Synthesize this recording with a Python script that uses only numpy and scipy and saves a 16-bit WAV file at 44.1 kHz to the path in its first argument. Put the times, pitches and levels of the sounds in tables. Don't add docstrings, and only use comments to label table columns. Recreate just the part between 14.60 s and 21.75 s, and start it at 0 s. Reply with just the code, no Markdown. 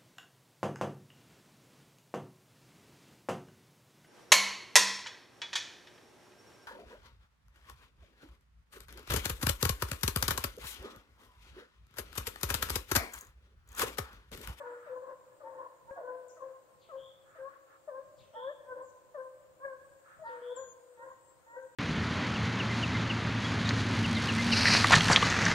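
import sys
import numpy as np
from scipy import signal
from scipy.fft import rfft, irfft, next_fast_len
from scipy.io import wavfile
from scipy.ndimage import uniform_filter1d, map_coordinates

SR = 44100
rng = np.random.default_rng(int(sys.argv[2]) if len(sys.argv) > 2 else 0)


def master(y):
    cut = np.clip(np.atleast_2d(y).T, -1, 1)
    pcm = np.round(cut * 32767)
    wavfile.write(sys.argv[1], SR, pcm.astype(np.int16))


N = 315315
TIME_S = np.arange(N) / SR


def amp(db):
    return 10 ** (np.asarray(db) / 20)


def unit(x):
    return x / np.sqrt(np.mean(x ** 2) + 1e-20)


def along(points, hz):
    f, v = np.transpose(points)
    return np.interp(np.log(hz + 1), np.log(f + 1), v)


def curve(points):
    return np.interp(TIME_S, *np.transpose(points))


def wobble(rate):
    return map_coordinates(rng.standard_normal(int(N * rate / SR) + 4), [TIME_S * rate])


def filtered(x, response):
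    size = next_fast_len(N + SR // 2)
    return irfft(rfft(x, size) * response(np.fft.rfftfreq(size, 1 / SR)), size)[..., :N]


def resonance(hz, centre, width):
    return (1j * hz * width / (centre ** 2 - hz ** 2 + 1j * hz * width)) ** 2


def phrase(calls):
    times, hz, *levels = np.vstack(calls).T
    sounding = sum((TIME_S >= call[0][0]) & (TIME_S < call[-1][0]) for call in calls) > 0
    gate = uniform_filter1d(sounding * 1., size=160)
    phase = 2 * np.pi * np.cumsum(np.interp(TIME_S, times, hz)) / SR
    return phase, [np.sqrt(2) * gate * amp(np.interp(TIME_S, times, db)) for db in levels]


def rush(spectrum, patchy_db):
    cells = signal.stft(rng.standard_normal((2, N)), nperseg=512)[2]
    patches = uniform_filter1d(uniform_filter1d(rng.standard_normal(cells.shape[1:]), 6, 0), 14, 1)
    pair = signal.istft(cells * amp(patchy_db * unit(patches)), nperseg=512)[1][:, :N]
    return unit(filtered(pair, lambda hz: amp(along(spectrum, hz)))) * np.sqrt(2)


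def bay_swell(row, until):
    start, open_hz, open_db, held_hz, held_db, peak_s, peak_db, close_hz, length = row[:9]
    bright_s, second_db = row[9:11]
    yip_s, break_s, climb_s = .02, .036, .055
    attack_s, attack_db, release_s, release_db = .011, 11.5, .03, 14
    fade_db_per_s, brighten_db_per_s, dull_db_per_s = 117.5, 284, 121
    length = min(length, until - start)
    t = np.arange(0, length, .002)
    peak_s = max(peak_s, break_s + .002)
    breaks = open_hz > held_hz

    bend = 2.3 if close_hz > held_hz else 1 / 2.3
    glide = np.clip((t - break_s) / (length - break_s), 0, 1) ** bend
    hz = np.interp(t, [yip_s, break_s] if breaks else [0, climb_s], [open_hz, held_hz])
    hz += (close_hz - held_hz) * glide
    hz += breaks * .05 * open_hz * np.maximum(1 - t / yip_s, 0)

    edges = attack_db * np.clip(1 - t / attack_s, 0, 1) ** 2
    edges += release_db * np.clip(1 - (length - t) / release_s, 0, 1)
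    first = np.interp(t, [yip_s, break_s, peak_s], [open_db, held_db, peak_db])
    first -= fade_db_per_s * np.maximum(t - peak_s, 0)
    first -= breaks * np.interp(t, [yip_s, (yip_s + break_s) / 2, break_s], [0, 8.5, 0])
    second = second_db - np.maximum(brighten_db_per_s * (bright_s - t), dull_db_per_s * (t - bright_s))
    yip_second = open_db - 16 - brighten_db_per_s * np.maximum(t - yip_s, 0)
    second = np.maximum(second, yip_second)
    upper_trim = -3.5 * np.clip(2 - 2 * t / break_s, 0, 1)
    return np.transpose([start + t, hz, first - edges, second - edges, upper_trim])


def breath(phase, gain, top_hz=1840):
    # centre_hz, width_hz, gain_db
    formants = [(320.6, 56, -4), (549.4, 124, 6), (1001, 267, 0), (1417, 580, -8.5)]

    def throat(hz):
        peaks = sum(amp(db) * resonance(hz, centre, width) for centre, width, db in formants)
        return peaks / (1 + (hz / top_hz) ** 8)
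    return gain * unit(filtered(rng.standard_normal(N) * (1 + np.cos(phase)), throat))


def lead_hound(puff_t60_s=.03):
    # start_s, open_hz, open_db, held_hz, held_db, peak_s, peak_db, close_hz, length_s,
    # brightest_s, second_partial_db, third_over_lower_two_db, hoarseness_db
    swells = [(0, 560.7, -45.5, 490.1, -47, 0.12, -45.5, 485.8, 0.22, 0.0056, -51, -17, -6.5),
              (0.261, 593.9, -49, 510.5, -44, 0.11, -40.5, 509.6, 0.15, 0.1, -55, -29, -9),
              (0.417, 527.3, -49.5, 526, -55.5, 0.1, -46.5, 523, 0.13, 0.09, -53.5, -27, -1.5),
              (0.8, 608, -54, 538.7, -51.5, 0.2, -50.5, 515.6, 0.3, 0.22, -51.5, -44, -0.5),
              (1.303, 540, -46, 548.8, -48, 0.033, -55, 572.7, 0.094, 0.074, -50.5, -15, -13),
              (1.409, 482.6, -54, 503.7, -45.5, 0.099, -41.5, 515.2, 0.22, 0.069, -51.5, -19.5, -8.5),
              (1.769, 630, -56, 535, -63, 0.059, -42, 523.5, 0.24, 0.048, -54.5, -28.5, -8.5),
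              (2.289, 642, -57, 533, -54.5, 0.053, -42, 531.7, 0.25, 0.034, -57.5, -28.5, -11),
              (2.753, 630, -58.5, 526.6, -47, 0.07, -44.5, 574.4, 0.15, 0.14, -47, -17, -10.5),
              (3.276, 593, -41.5, 518, -44.5, 0.16, -44.5, 566.4, 0.15, 0.076, -50, -24.5, -12.5),
              (3.737, 607.4, -54, 493, -51, 0.17, -36, 625.3, 0.19, 0.098, -49.5, -25.5, -14.5),
              (4.049, 491.5, -66, 534.5, -51, 0.085, -39.5, 497.5, 0.11, 0.052, -49.5, -14, -15),
              (4.155, 508.7, -47, 509.3, -50.5, 0.043, -48, 599.3, 0.12, 0.039, -53.5, -24, -5.5),
              (4.544, 583.5, -41.5, 521.3, -44.5, 0.059, -42.5, 516, 0.17, 0.022, -51.5, -19, -14.5),
              (5.001, 503.3, -58, 584, -57.5, 0.052, -40.5, 509.6, 0.18, 0.037, -50, -12, -12.5),
              (5.591, 633, -56.5, 646, -43.5, 0.039, -46, 614, 0.075, 0.048, -65.5, -30, -24),
              (5.692, 503.6, -51.5, 506.5, -47, 0.074, -45.5, 480.3, 0.17, 0.11, -61, -24, -30.5),
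              (5.815, 488.6, -46.5, 489.9, -46, 0.11, -40, 502.4, 0.17, 0.15, -48.5, -28.5, -23.5),
              (5.961, 501.4, -45.5, 550, -43.5, 0.035, -44, 517, .12, 0.009, -52, -16, -12),
              (6.39, 481.7, -55.5, 547.2, -59, 0.05, -48.5, 515.4, 0.17, 0.084, -55.5, -20.5, -4.5),
              (6.934, 490.5, -70, 520.7, -45, 0.046, -43.5, 532, 0.17, 0.018, -65, -17, -10.5)]
    next_starts = [row[0] for row in swells[1:]]
    calls = [bay_swell(row, until) for row, until in zip(swells, next_starts + [N / SR])]
    phase, (first, second, opened) = phrase(calls)
    current = np.array(swells)[np.searchsorted(next_starts, TIME_S)].T
    start_s, peak_db = current[0], current[6]
    third, hoarse = uniform_filter1d(amp(current[11:]), size=400, axis=1)
    phase += (.04 + .3 * hoarse) * wobble(70)
    flutter = amp(1.83 * wobble(90))
    upper = third * opened * (first + second) / np.sqrt(2) * flutter
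    partials = [first, second, upper, amp(-29) * upper]
    rasp = hoarse * wobble(170)
    voice = np.zeros(N)
    for k, gain in enumerate(partials, 1):
        shimmer = amp(1.5 * wobble(45)) if k == 1 else (1 + rasp) * amp(2.5 * wobble(45))
        ragged_rad = (k - 1) * .22 * wobble(150)
        voice += gain * shimmer * np.sin(k * phase + ragged_rad)
    hoarse_air = uniform_filter1d(amp(-9.5) * hoarse * sum(partials), size=800)
    puff = amp(peak_db - 16 - 60 * (TIME_S - start_s) / puff_t60_s)
    return voice + breath(phase, hoarse_air + uniform_filter1d(puff, size=90))


def second_hound(edge_db=-13.5):
    # start_s, to_peak_s, length_s, partial_hz, peak_db, upper_over_peak_db
    answers = [(0, 0.023, .13, 933, -54.5, -20), (0.841, 0.034, 0.064, 915.6, -43.5, -20.5),
               (0.932, 0.042, 0.116, 902, -56, -13.5), (1.269, 0.03, 0.0416, 943, -49.5, -20),
               (3.746, 0.019, 0.083, 908.4, -44.5, -12.5), (5.637, 0.029, 0.143, 930.5, -41.5, -13.5),
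               (6.373, 0.061, 0.076, 950, -50, -9.5), (6.864, .1, 0.14, 958, -50, -11.5)]
    calls = [[(start, hz * .95, db + edge_db, db + upper_db + edge_db),
              (start + peak_s, hz, db, db + upper_db),
              (start + length, hz * .983, db + edge_db, db + upper_db + edge_db)]
             for start, peak_s, length, hz, db, upper_db in answers]
    phase, (gain, upper) = phrase(calls)
    phase += .25 * wobble(70)
    overtones = sum(upper * np.sin(k * phase / 2 + .8 * wobble(90)) for k in (3, 4))
    return gain * np.sin(phase) + overtones + amp(-13.5) * breath(phase / 2, gain)


def far_pack():
    # time_s, level_db
    swells = [(0, -57.5), (.7, -73.5), (2.62, -86), (2.67, -64.5), (3.2, -71.5), (3.35, -88), (5.38, -90.5),
              (5.46, -65.5), (5.72, -61.5), (6.3, -80.5)]
    # centre_hz, width_hz
    bands = [(1350, 520), (1680, 63)]
    gain = amp(curve(swells) + 4.2 * wobble(14))
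    noise = rng.standard_normal((2, N))
    return gain * unit(filtered(noise, lambda hz: sum(resonance(hz, *band) for band in bands)))


def wind():
    # time_s, level_db
    gusts = [(0, -78.5), (3.57, -81), (3.61, -73), (3.71, -78), (3.76, -78)]
    # frequency_hz, relative_db
    rumble = [(20, -25.5), (107, -9), (250, -19), (500, -100.5)]
    return amp(curve(gusts) + 2 * wobble(8)) * rush(rumble, patchy_db=1.5)


def insects():
    # time_s, relative_db
    chorus = [(0, -81), (5.1, -81), (5.35, -78)]
    # frequency_hz, relative_db
    spectrum = [(6000, -14), (6800, -0.5), (8600, 0.5), (9800, -19)]
    sides_db = [[3], [-4]]
    return amp(curve(chorus) + .28 * wobble(13) + sides_db) * rush(spectrum, patchy_db=3)


def hillside():
    # frequency_hz, relative_db
    spectrum = [(90, -30), (230, -22.5), (310, -6), (390, -7.5), (600, -6), (1050, -12), (2330, -22),
                (10200, -33), (15700, -25.5)]
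    return amp(-71) * rush(spectrum, patchy_db=.4)


def click(at_s=1.311, tick_s=.0002, thump_s=.0015):
    t = TIME_S - at_s
    return amp(-39.5) * (np.exp(-(t / tick_s) ** 2) + amp(-18) * np.exp(-(t / thump_s) ** 2))


def yelp():
    # time_s, pitch_hz, level_db
    cry = [
        [(1.36, 763.1, -58), (1.378, 717.2, -43.5), (1.4, 659, -47.5), (1.43, 572, -47)],
    ]
    phase, (gain,) = phrase(cry)
    return gain * np.sin(phase + 1.2 * wobble(77.5)) + amp(-5.5) * breath(phase, gain)


def bush_chirps():
    # time_s, pitch_hz, level_db
    calls = [
        [(1.682, 7940, -66.5), (1.697, 6300, -69), (1.75, 6630, -76)],
        [(4.22, 7740, -76.5), (4.31, 6610, -74.5)],
    ]
    phase, (gain,) = phrase(calls)
    return gain * np.sin(phase + 3.7 * wobble(500))


def songbird():
    # start_s, level_db
    songs = [(2.201, -72.5), (3.571, -71), (5.652, -73)]
    # after_start_s, pitch_hz, relative_db
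    chip = [(-.01, 5000, -23.5), (.025, 3847, -4.5), (.06, 3100, -9), (.11, 3010, -19)]
    # after_start_s, pitch_hz, relative_db
    trill = [(.158, 2982, -17), (.185, 3210, -2), (.27, 3356, 1.5), (.325, 3280, -9.5), (.345, 3250, -30)]

    def sung(part):
        return phrase([np.add(part, (start, 0, db)) for start, db in songs])
    phase, (gain,) = sung(chip)
    chips = gain * np.sin(phase + 3.3 * wobble(640))
    phase, (gain,) = sung(trill)
    beat_hz = 121 + 8 * wobble(30)
    beat = 2 * np.pi * np.cumsum(beat_hz) / SR
    trills = gain * (1 + .5 * np.cos(beat)) * np.sin(phase + 1.4 * np.sin(beat) + .7 * wobble(350))
    return chips + trills


def thin_whistles():
    # time_s, pitch_hz, level_db
    calls = [
        [(3.44, 7600, -88), (3.8, 5440, -88)],
        [(5.953, 7710, -83), (5.964, 7410, -53), (5.98, 7040, -58), (6.128, 6680, -63), (6.14, 6650, -76)],
        [(6.65, 7530, -86), (6.7, 7620, -72), (6.76, 7620, -84)],
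    ]
    phase, (gain,) = phrase(calls)
    return gain * amp(1.5 * wobble(60)) * np.sin(phase + .3 * wobble(150))


def placed(x, left_db, lag_samples):
    side = np.array([[.5], [-.5]])
    return filtered(x, lambda hz: amp(side * left_db) * np.exp(-2j * np.pi * hz * side * lag_samples / SR))


def facing_slope(pair, delay_s=.28, level_db=-25):
    return filtered(pair, lambda hz: amp(level_db) * np.exp(-2j * np.pi * hz * delay_s))


def valley(x, alike):
    # frequency_hz, t60_s
    decay = [(400, 1.73), (1500, 1.32), (4000, 0.47)]
    hz, t, cells = signal.stft(rng.standard_normal((3, 2 * SR)), SR, nperseg=256)
    tails = signal.istft(cells * amp(-60 * t / along(decay, hz)[:, None]), SR, nperseg=256)[1]
    tail = np.sqrt(alike) * tails[0] + np.sqrt(1 - alike) * tails[1:]
    delayed = np.pad(x, (600, 0))[None]
    echoes = signal.fftconvolve(delayed, tail / np.linalg.norm(tail[0]), axes=1)[:, :N]
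    drift = np.arange(N) + 9 * wobble(18)
    return np.array([map_coordinates(side, [drift]) for side in echoes])


def thicket(pair, bush_t60_s=.036, tree_t60_s=.2, above_hz=890):
    t = np.arange(SR // 5) / SR
    tails = rng.standard_normal((4, len(t))) * amp(-60 * t / ([[bush_t60_s], [tree_t60_s]] * 2))
    tails /= np.linalg.norm(tails, axis=1)[:, None]
    echoes = signal.fftconvolve(pair.mean(0)[None], tails, axes=1)[:, :N]
    turn = np.pi * wobble(5)
    echoes = np.cos(turn) * echoes[:2] + np.sin(turn) * echoes[2:]
    bush, tree = filtered(echoes, lambda hz: amp([[3.5], [-10]]) / (1 + (above_hz / (hz + 1)) ** 8))
    return np.array([tree + bush, tree - bush])


def scene():
    lead, others = lead_hound(), second_hound() + yelp()
    bird, whistles, chirps = songbird(), thin_whistles(), bush_chirps()
    dogs = placed(lead, left_db=6, lag_samples=-1.6) + placed(others, left_db=-1, lag_samples=-8.5)
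    dogs += facing_slope(dogs)
    dogs += amp([[-11], [-13]]) * valley(lead + others, alike=.77)
    dogs += thicket(dogs)
    birds = amp(6.5) * placed(bird, left_db=7, lag_samples=0)
    birds += placed(whistles + chirps, left_db=14, lag_samples=-10.5)
    birds += amp(7.5) * valley(bird, alike=.34)
    birds += amp([[-9], [-17]]) * valley(whistles + amp(13) * chirps, alike=.1)
    return dogs + birds + far_pack() + wind() + insects() + hillside() + click()


def record(dry):
    top_hz = 15720
    return filtered(dry, lambda hz: hz < top_hz)


dry = scene()
out = record(dry)
master(out)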